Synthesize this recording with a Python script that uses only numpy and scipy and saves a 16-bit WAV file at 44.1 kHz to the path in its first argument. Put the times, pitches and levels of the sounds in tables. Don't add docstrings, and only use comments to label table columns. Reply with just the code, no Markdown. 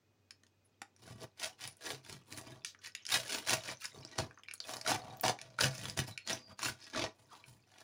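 import sys
import numpy as np
from scipy import signal
from scipy.io import wavfile
from scipy.ndimage import uniform_filter1d

SR = 44100
rng = np.random.default_rng(int(sys.argv[2]) if len(sys.argv) > 2 else 0)


def wav_record(signal):
    frames = np.transpose(np.atleast_2d(signal))
    bounded = np.clip(frames, -1, 1)
    quanta = np.round(bounded * 32767).astype(np.int16)
    wavfile.write(sys.argv[1], SR, quanta)


N = 345303
TIME = np.arange(N) / SR

# start_s, rise_s, hold_s, release_s (per 20 dB), crust_db, board_db, table_db, fizz_db, hollow_hz
STROKES = [ (.95, .11, 0.05, 0.09, -57, -57.5, -47, -64.5, 362),
           (1.149, 0.079, 0.012, 0.02, -51, -47.5, -44, -59, 417),
           (1.352, 0.09, 0.0047, 0.0569, -37, -47, -58, -45.5, 765),
           (1.57, 0.049, .034, 0.07, -45, -57.5, -55, -54.5, 725),
           (1.771, 0.097, .052, 0.06, -42, -47.5, -58, -51, 428),
           (2.005, .087, .034, 0.08, -50, -56.5, -49.5, -58.5, 358),
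           (2.235, .08, .03, 0.09, -56, -54.5, -50, -57.5, 335),
           (2.325, 0.052, 0.0046, .067, -48.5, -51.5, -70, -50.5, 335),
           (2.388, 0.065, 0.07, .1, -57.5, -55, -54, -69.5, 320),
           (2.799, 0.067, 0.0048, .03, -43, -66.5, -60.5, -56, 600),
           (3.066, .068, .022, 0.0332, -28, -41.5, -45, -36, 720),
           (3.157, 0.016, 0.025, 0.11, -42.5, -50, -54.5, -49, 606),
           (3.209, .12, 0.03, 0.08, -36.5, -46, -57, -43.5, 363),
           (3.434, .066, 0.037, .055, -31.5, -39.5, -42, -39, 648),
           (3.548, 0.13, 0.042, 0.03, -43, -51, -48, -54, 570),
           (3.774, 0.063, 0.011, 0.06, -43.5, -72, -67, -51, 507),
           (3.893, 0.054, 0.037, 0.1, -62.5, -56.5, -52, -69, 430),
           (4.012, .11, .045, 0.16, -55.5, -58.5, -68.5, -75, 357),
           (4.171, .017, .002, 0.053, -34.5, -35, -35, -47, 322),
           (4.59, .115, .052, .075, -45.5, -48.5, -55.5, -51, 640),
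           (4.825, 0.067, 0.033, .06, -32, -33.5, -40.5, -41.5, 710),
           (5.009, 0.017, 0.11, 0.1, -60.5, -52, -55, -72.5, 680),
           (5.224, .016, .051, 0.04, -34, -32, -42.5, -44, 700),
           (5.337, 0.078, 0.0072, 0.25, -59, -60.5, -56.5, -77, 607),
           (5.572, .04, .033, 0.0628, -30.5, -37.5, -35.5, -39.5, 560),
           (5.658, 0.098, .15, .055, -48, -57.5, -47.5, -55, 560),
           (5.962, .014, .018, .048, -34, -40.5, -38, -42, 322),
           (6.061, 0.018, 0.0032, .05, -45.5, -50.5, -44, -50, 318),
           (6.244, .055, 0.026, 0.0577, -35, -42.5, -48, -47.5, 286),
           (6.42, .085, 0.019, 0.01, -62.5, -57.5, -52, -74, 217),
           (6.565, 0.083, .034, .05, -35, -46, -42, -44, 346),
           (6.734, 0.09, .076, 0.17, -55.5, -67, -75, -70, 350),
           (6.916, .04, .092, 0.038, -38, -39.5, -48.5, -62, 320),
           (7.122, 0.048, 0.044, 0.24, -72, -72, -69, -75, 690),
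           (7.269, 0.052, 0.051, 0.09, -60.5, -63, -85, -71, 1030),
           (7.423, 0.058, 0.016, 0.12, -64, -69, -58, -63.5, 850),
           (7.58, 0.22, .035, .05, -59, -62, -78.5, -69.5, 667)]
# time_s, level_db, ring_hz, knock_db, crack_db
SNAPS = [(0.308, -38, 4670, -36, 0), (0.435, -52, 1930, -9, 0), (0.467, -56.5, 4550, -15, 8),
         (0.818, -31, 750, -8, 2.5), (0.964, -53.5, 5330, -31, -5), (1.445, -30, 3530, -32, 5),
         (1.676, -33, 10100, -22, -2.5), (1.769, -51, 9800, -28, -14), (2.049, -45, 3630, -17, 2),
         (2.325, -35, 4800, -26, 2), (2.384, -37, 5860, -33, 2), (2.648, -26.5, 4950, -44, 6),
         (2.748, -45, 1790, -16, -16), (2.951, -28.5, 2830, -45, 5.5), (3.053, -35.5, 2900, -39, 5),
         (3.066, -29, 5040, -45.5, -10.5), (3.09, -31, 1900, -23, 9), (3.473, -29, 1980, -27, -1),
         (3.495, -19, 5250, -14, 4), (3.532, -19.5, 2440, -1, 3), (3.688, -29.5, 1850, -6, -13),
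         (3.855, -28, 4800, -18, -2), (4.05, -34, 4800, -7.5, -14), (4.187, -21.5, 1010, 11, 8),
         (4.31, -43, 1410, -23, -18), (4.375, -44, 1440, -20, -23), (4.395, -49, 1400, -21, -20),
         (4.435, -44, 3100, -17, -4), (4.485, -33.5, 2370, -33, -18), (4.512, -33.5, 2560, -25, -9),
         (4.538, -32.5, 10000, -21, -8), (4.603, -28, 4270, -22, -15), (4.693, -31, 770, -1, -1),
         (4.813, -32, 5130, -25.5, -10), (4.863, -26.5, 1460, -15.5, -14), (4.876, -25.5, 4830, -25, -2),
         (4.893, -24.5, 794, 2, -3), (4.917, -20.5, 760, -5, -2), (5.171, -47, 14500, -30, -6),
         (5.198, -45, 4740, -34, 0), (5.211, -27.5, 14200, -31, -18), (5.235, -26.5, 735, -9, -7),
         (5.281, -19.5, 3000, -10, 5.5), (5.389, -38, 2300, -18, -8), (5.415, -34.5, 5000, -34, 1),
         (5.588, -21.5, 1340, -35, -15.5), (5.608, -20.5, 1620, -8.5, -1), (5.611, -18.5, 4460, -10.5, -8),
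         (5.642, -19, 1670, -19, -3.5), (5.855, -29, 3700, -8, 2), (5.898, -29, 4960, -39, -8),
         (5.975, -26.5, 5200, -1, 3), (6.177, -28.5, 2570, -45, -3.5), (6.275, -29, 4640, -15, 0),
         (6.592, -32, 1590, -16, -4.5), (6.63, -25, 1100, -21, 0), (6.948, -29.5, 1460, -13, -12),
         (7.44, -43, 2570, -25, -27)]
# start_s, length_s, pitch_hz, glide_hz, width_hz, level_db, fade_db
SQUEAKS_AND_TAILS = [(0.647, 0.02, 10200, 0, 1200, -74, 2), (1.669, 0.063, 10000, -200, 700, -63.5, 7),
                     (2.647, 0.1, 5300, -1300, 3800, -54, 29), (2.959, 0.097, 2870, -200, 1310, -65.5, 9),
                     (4.608, 0.042, 4260, 0, 900, -60, 11), (6.1, 0.067, 4100, -250, 300, -62.5, 16),
                     (6.185, 0.062, 2730, -300, 800, -64, 11), (6.198, 0.1, 4300, 0, 130, -67, -2),
                     (6.372, 0.18, 4830, -100, 170, -65, 5), (6.492, 0.044, 1200, 100, 700, -64, 0),
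                     (6.81, 0.069, 5030, 100, 700, -60.5, 11), (7.308, 0.054, 1200, -100, 400, -58.5, 4)]
# time_s, pitch_hz, level_db, t60_s
THUMPS_AND_GROANS = [(1.93, 133, -46, .3), (3.985, 98, -57, 0.16), (4.196, 80, -45, 0.25),
                     (5.636, 130.8, -29, 0.36), (5.991, 127.4, -30.5, .16), (6.485, 200, -54, 0.22),
                     (7.478, 124, -49, 0.19)]
# time_s, level_db
CRUMBS = [(0, -100), (.9, -90), (3.7, -62), (4.3, -70.5), (4.6, -63), (5.6, -80.5), (7.2, -79.5),
          (7.83, -82)]
# pitch_hz, relative_db
CRUST = [(530, -42.5), (900, -2), (1250, -7), (1420, 1), (1890, 1.5), (2040, -0.5), (2290, 1.5), (3470, 0),
         (3710, 0.5), (5100, 2), (6300, -0.5), (7940, -14.5), (9000, -14.5), (11700, -28), (19800, -120)]
# pitch_hz, relative_db
FIZZ = [(4120, -53.5), (7000, -1), (7940, -9), (9560, 0), (10000, -1), (13400, -17), (15100, -2),
        (16100, -21), (16300, -23), (16500, -37)]
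# pitch_hz, relative_db
LOAF = [(120, -32.5), (210, -2), (290, 1.5), (400, -2.5), (470, -2), (560, 4.5), (750, -1), (1000, 0.5),
        (1300, -9.5), (2000, -16.5), (4000, -41.5)]
# pitch_hz, relative_db
TABLE = [(25, -50.5), (48, -30.5), (62, -3), (80, -20.5), (100, -4.5), (130, 1), (160, -8), (200, -9.5),
         (250, -15.5), (320, -16.5), (600, -59.5)]
# pitch_hz, relative_db
HISS = [(25, -22), (50, -13), (80, -9), (115, 0), (160, -6), (240, -4.5), (420, -4.5), (550, -9.5),
        (1000, -15.5), (2500, -20), (6000, -22.5), (10400, -34.5), (11500, -34), (16000, -30.5)]
# pitch_hz, relative_db, t60_s
BOARD_MODES = [(259, -7, .1), (306, -2, .09), (528, -1, .09), (599, -4, .07), (662, 0, .09), (716, -2, .07),
               (790, 0, .05), (937, 2, .08), (1141, -1, .06)]
# pitch_hz, relative_db, t60_s
TABLE_MODES = [(63, -12, .25), (99, -6, .2), (129, 0, .26)]
# pitch_hz, t60_s
KITCHEN_DECAY = [(150, 0.18), (600, 0.21), (2500, 0.17), (6000, 0.18), (12000, 0.11)]
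# pitch_hz, width_hz, level_db
HUM = [(97.4, 5.2, -77.5), (238.4, 31, -89), (2500, 30, -91.5)]

# (stretch of the rise, extra hold in s, stretch of the release)
CRUST_FOLLOW, FIZZ_FOLLOW = (1, 0, 0.96), (1.04, .0016, 0.86)
BOARD_FOLLOW, TABLE_FOLLOW = (1.162, 0.0021, 1.33), (1.88, .0095, 1.39)
BITE = 2.06
HOLLOW_WOBBLE = .07
WOBBLE_HZ = 22.02
HISS_DB = -76.5
EDGE_HZ = 16200


def sawing():
    teeth = tooth_catches()
    cracks = fractures(teeth, per_s=4600, spread_db=4.2, low_hz=1000, high_hz=15500, cycles=.65)
    flakes = fractures(teeth, per_s=150, spread_db=3.5, low_hz=1100, high_hz=5800, cycles=12)

    crackle = convolve(cracks + amp(6.5) * flakes, impulse(CRUST))
    crust = steady(crackle, size=1300) * stroke_gain(CRUST_FOLLOW, column=4) * amp(-2.5)
    fine_crumb = convolve(cracks, impulse(FIZZ))
    fizz = steady(fine_crumb, size=1300) * stroke_gain(FIZZ_FOLLOW, column=7) * amp(-3.0)

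    jolts = clicks(per_s=1500, spread_db=1.0) * teeth
    hollow = resonate(jolts, hollow_pitch(), width=170)
    body = convolve(jolts, impulse(LOAF)) + amp(21) * hollow
    body += amp(-5) * convolve(jolts, ring(BOARD_MODES))
    board = steady(body, size=1100) * stroke_gain(BOARD_FOLLOW, column=5) * amp(-1.0)

    thud = convolve(jolts, impulse(TABLE)) + amp(-3.5) * convolve(jolts, ring(TABLE_MODES))
    table = steady(thud, size=1500) * stroke_gain(TABLE_FOLLOW, column=6) * amp(-1.5)
    return shifting_echoes(crust + fizz) + board, table


def tooth_catches(per_s=170):
    release_s, drag = .0036, .62
    decay = np.exp(-1 / (release_s * SR))
    snags = signal.lfilter([1], [1, -decay], abs(clicks(per_s, spread_db=2.5)))
    return drag + snags


def fractures(strength, per_s, spread_db, low_hz, high_hz, cycles, count=24):
    t = np.arange(400) / SR
    cracks = clicks(per_s, spread_db) * strength
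    kind = rng.integers(0, count, N)
    total = np.zeros(N)
    for k, hz in enumerate(np.linspace(low_hz, high_hz, count)):
        tone = unit(np.exp(-t * hz / cycles) * np.sin(2 * np.pi * hz * t))
        total += convolve(cracks * (kind == k), tone)
    return total


def stroke_gain(follow, column):
    rise_stretch, linger_s, release_stretch = follow
    power = np.zeros(N)
    for row in STROKES:
        start, rise, hold, release = row[:4]
        first = round(start * SR)
        t = TIME[:N - first][:SR]
        dig = np.minimum(t / (rise * rise_stretch), 1) ** BITE
        let_go = np.maximum(t - rise - hold - linger_s, 0)
        fade_db = -20 * let_go / (release * release_stretch)
        power[first:first + len(t)] += (dig * amp(row[column] + fade_db)) ** 2
    return np.sqrt(power)


def hollow_pitch():
    held = sorted((start + rise + late, hz) for start, rise, hold, release, *_, hz in STROKES
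                  for late in (0, hold + release / 2))
    turns = np.arange(0, TIME[-1] + 1, 1 / WOBBLE_HZ)
    flex = np.interp(TIME, turns, rng.standard_normal(len(turns)))
    return read_curve(held) * np.exp(HOLLOW_WOBBLE * flex)


def snaps(damping=0.33, body_db=3.0, edge_db=-7, size=4096):
    lead_s, rise_s, crack_s = .003, .0004, .0016
    t = (np.arange(size) - round(lead_s * SR)) / SR
    out = np.zeros(N + size)
    crust = signal.sosfilt(signal.butter(3, 1400, "high", fs=SR, output="sos"), impulse(CRUST))
    fizz = signal.sosfilt(signal.butter(4, 11500, fs=SR, output="sos"), impulse(FIZZ))
    knock = unit(impulse(LOAF, size=8192) + .5 * ring(BOARD_MODES)[:size])
    for s, level_db, hz, knock_db, crack_db in SNAPS:
        noise = rng.standard_normal(size)
        burst = noise * np.exp(np.minimum(t / rise_s, -t / crack_s)) + 3 * (t == 0)
        overtone_hz = hz * 1.574
        flake = unit(resonate(burst, hz, damping * hz))
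        flake += amp(-11.5) * unit(resonate(burst, overtone_hz, damping * hz))
        parts = [(crust, crack_db), (knock, knock_db + body_db), (fizz, crack_db + edge_db)]
        snap = flake + sum(amp(db) * unit(convolve(burst, colour)) for colour, db in parts)
        out[round((s - lead_s) * SR):][:size] += amp(level_db + 13.5) * unit(snap)
    return out[:N]


def squeaks_and_tails():
    out = np.zeros(N)
    for s, length, hz, glide, width, db, fade_db in SQUEAKS_AND_TAILS:
        u = np.linspace(0, 1, round(length * SR))
        swell = np.sin(np.pi * u) ** .5 * amp(-fade_db * u)
        tone = unit(resonate(rng.standard_normal(len(u)), hz + glide * u, width) * swell)
        out[round(s * SR):][:len(u)] += amp(db) * np.sqrt(len(u)) * tone
    return out


def thumps_and_groans(rise_s=0.0084):
    t = np.arange(SR // 3) / SR
    out = np.zeros(N)
    for s, hz, db, t60 in THUMPS_AND_GROANS:
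        tone = (1 - np.exp(-t / rise_s)) * np.sin(2 * np.pi * hz * t)
        out[round(s * SR):][:len(t)] += amp(db - 60 * t / t60) * tone
    return out


def crumbs():
    ticks = fractures(1, per_s=45, spread_db=3.0, low_hz=1200, high_hz=7750, cycles=10)
    return amp(read_curve(CRUMBS)) * np.sqrt(N) * unit(convolve(ticks, impulse(CRUST)))


def room_tone():
    tone = amp(HISS_DB) * convolve(rng.standard_normal(N), impulse(HISS))
    for hz, width, db in HUM:
        tone += amp(db) * steady(resonate(rng.standard_normal(N), hz, width), size=4000)
    return tone


def shifting_echoes(x, echo_db=-5.0, count=4, size=4096):
    padded, out = np.pad(x, size), np.zeros(N + 3 * size)
    window = signal.windows.hann(size, sym=False)
    for start in range(0, N + size, size // 2):
        taps = np.zeros(size // 16)
        taps[rng.integers(8, len(taps), count)] = rng.standard_normal(count)
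        taps = amp(echo_db) * unit(taps)
        taps[0] = 1
        part = np.convolve(padded[start:start + size] * window, unit(taps))
        out[start:start + len(part)] += part
    return out[size:size + N]


def kitchen(x, early_db, tail_db, count=8):
    t = np.arange(SR // 2) / SR
    early = np.zeros(len(t))
    early[(rng.uniform(.001, .014, count) * SR).astype(int)] = rng.standard_normal(count)
    taps = rng.standard_normal(len(t)) * (rng.random(len(t)) < .15) * np.clip(t / 0.0046, 0, 1)
    hz, age, bands = signal.stft(taps, SR, nperseg=256)
    fade = amp(-60 * age / read(KITCHEN_DECAY, hz)[:, None])
    tail = signal.istft(bands * fade, SR, nperseg=256)[1][:len(t)]
    return x + convolve(x, amp(early_db) * unit(early) + amp(tail_db) * unit(tail))


def clicks(per_s, spread_db):
    size = amp(spread_db * np.minimum(rng.exponential(1, N), 4))
    return size * rng.choice([-1, 1], N) * (rng.random(N) < per_s / SR)


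def resonate(x, hz, width):
    turn = np.exp(2j * np.pi * np.cumsum(hz * np.ones(len(x))) / SR)
    r = np.exp(-np.pi * width / SR)
    smooth = signal.lfilter([(1 - r) ** 2], [1, -2 * r, r * r], x / turn + 1e-18)
    return 2 * (turn * smooth).real


def ring(modes):
    t = np.arange(SR // 3) / SR
    total = np.zeros(len(t))
    for k, (hz, db, t60) in enumerate(modes):
        total += (-1) ** k * amp(db - 60 * t / t60) * np.sin(2 * np.pi * hz * t)
    return unit(total)


def impulse(points, size=4096):
    log_gain = np.log(amp(read(points, abs(np.fft.fftfreq(size, 1 / SR)))))
    spectrum = np.exp(np.conj(signal.hilbert(log_gain)))
    return unit(np.fft.ifft(spectrum).real[:size // 2])


def steady(x, size):
    power = uniform_filter1d(uniform_filter1d(x ** 2, size), size)
    return x / np.sqrt(abs(power) + 1e-4 * np.mean(x ** 2))


def convolve(x, response):
    return signal.oaconvolve(x, response)[:len(x)]


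def read(points, hz):
    f, value = np.transpose(points)
    return np.interp(np.log(hz + 1), np.log(f + 1), value)


def read_curve(rows):
    return np.interp(TIME, *np.transpose(rows))


def amp(db):
    return 10 ** (np.asarray(db) / 20)


def unit(x):
    return x / np.sqrt(np.sum(x ** 2) + 1e-20)


def scene():
    cutting, thuds = sawing()
    airborne = kitchen(cutting + squeaks_and_tails() + crumbs(), early_db=-10.5, tail_db=-11)
    airborne += kitchen(snaps(), early_db=-9.0, tail_db=-11.0)
    return (airborne + thuds + thumps_and_groans() + room_tone())[None]


def record(dry):
    lowpass = signal.firwin(301, EDGE_HZ, window=("kaiser", 8), fs=SR)
    return signal.oaconvolve(dry, lowpass[None], "same")


dry = scene()
out = record(dry)
wav_record(out)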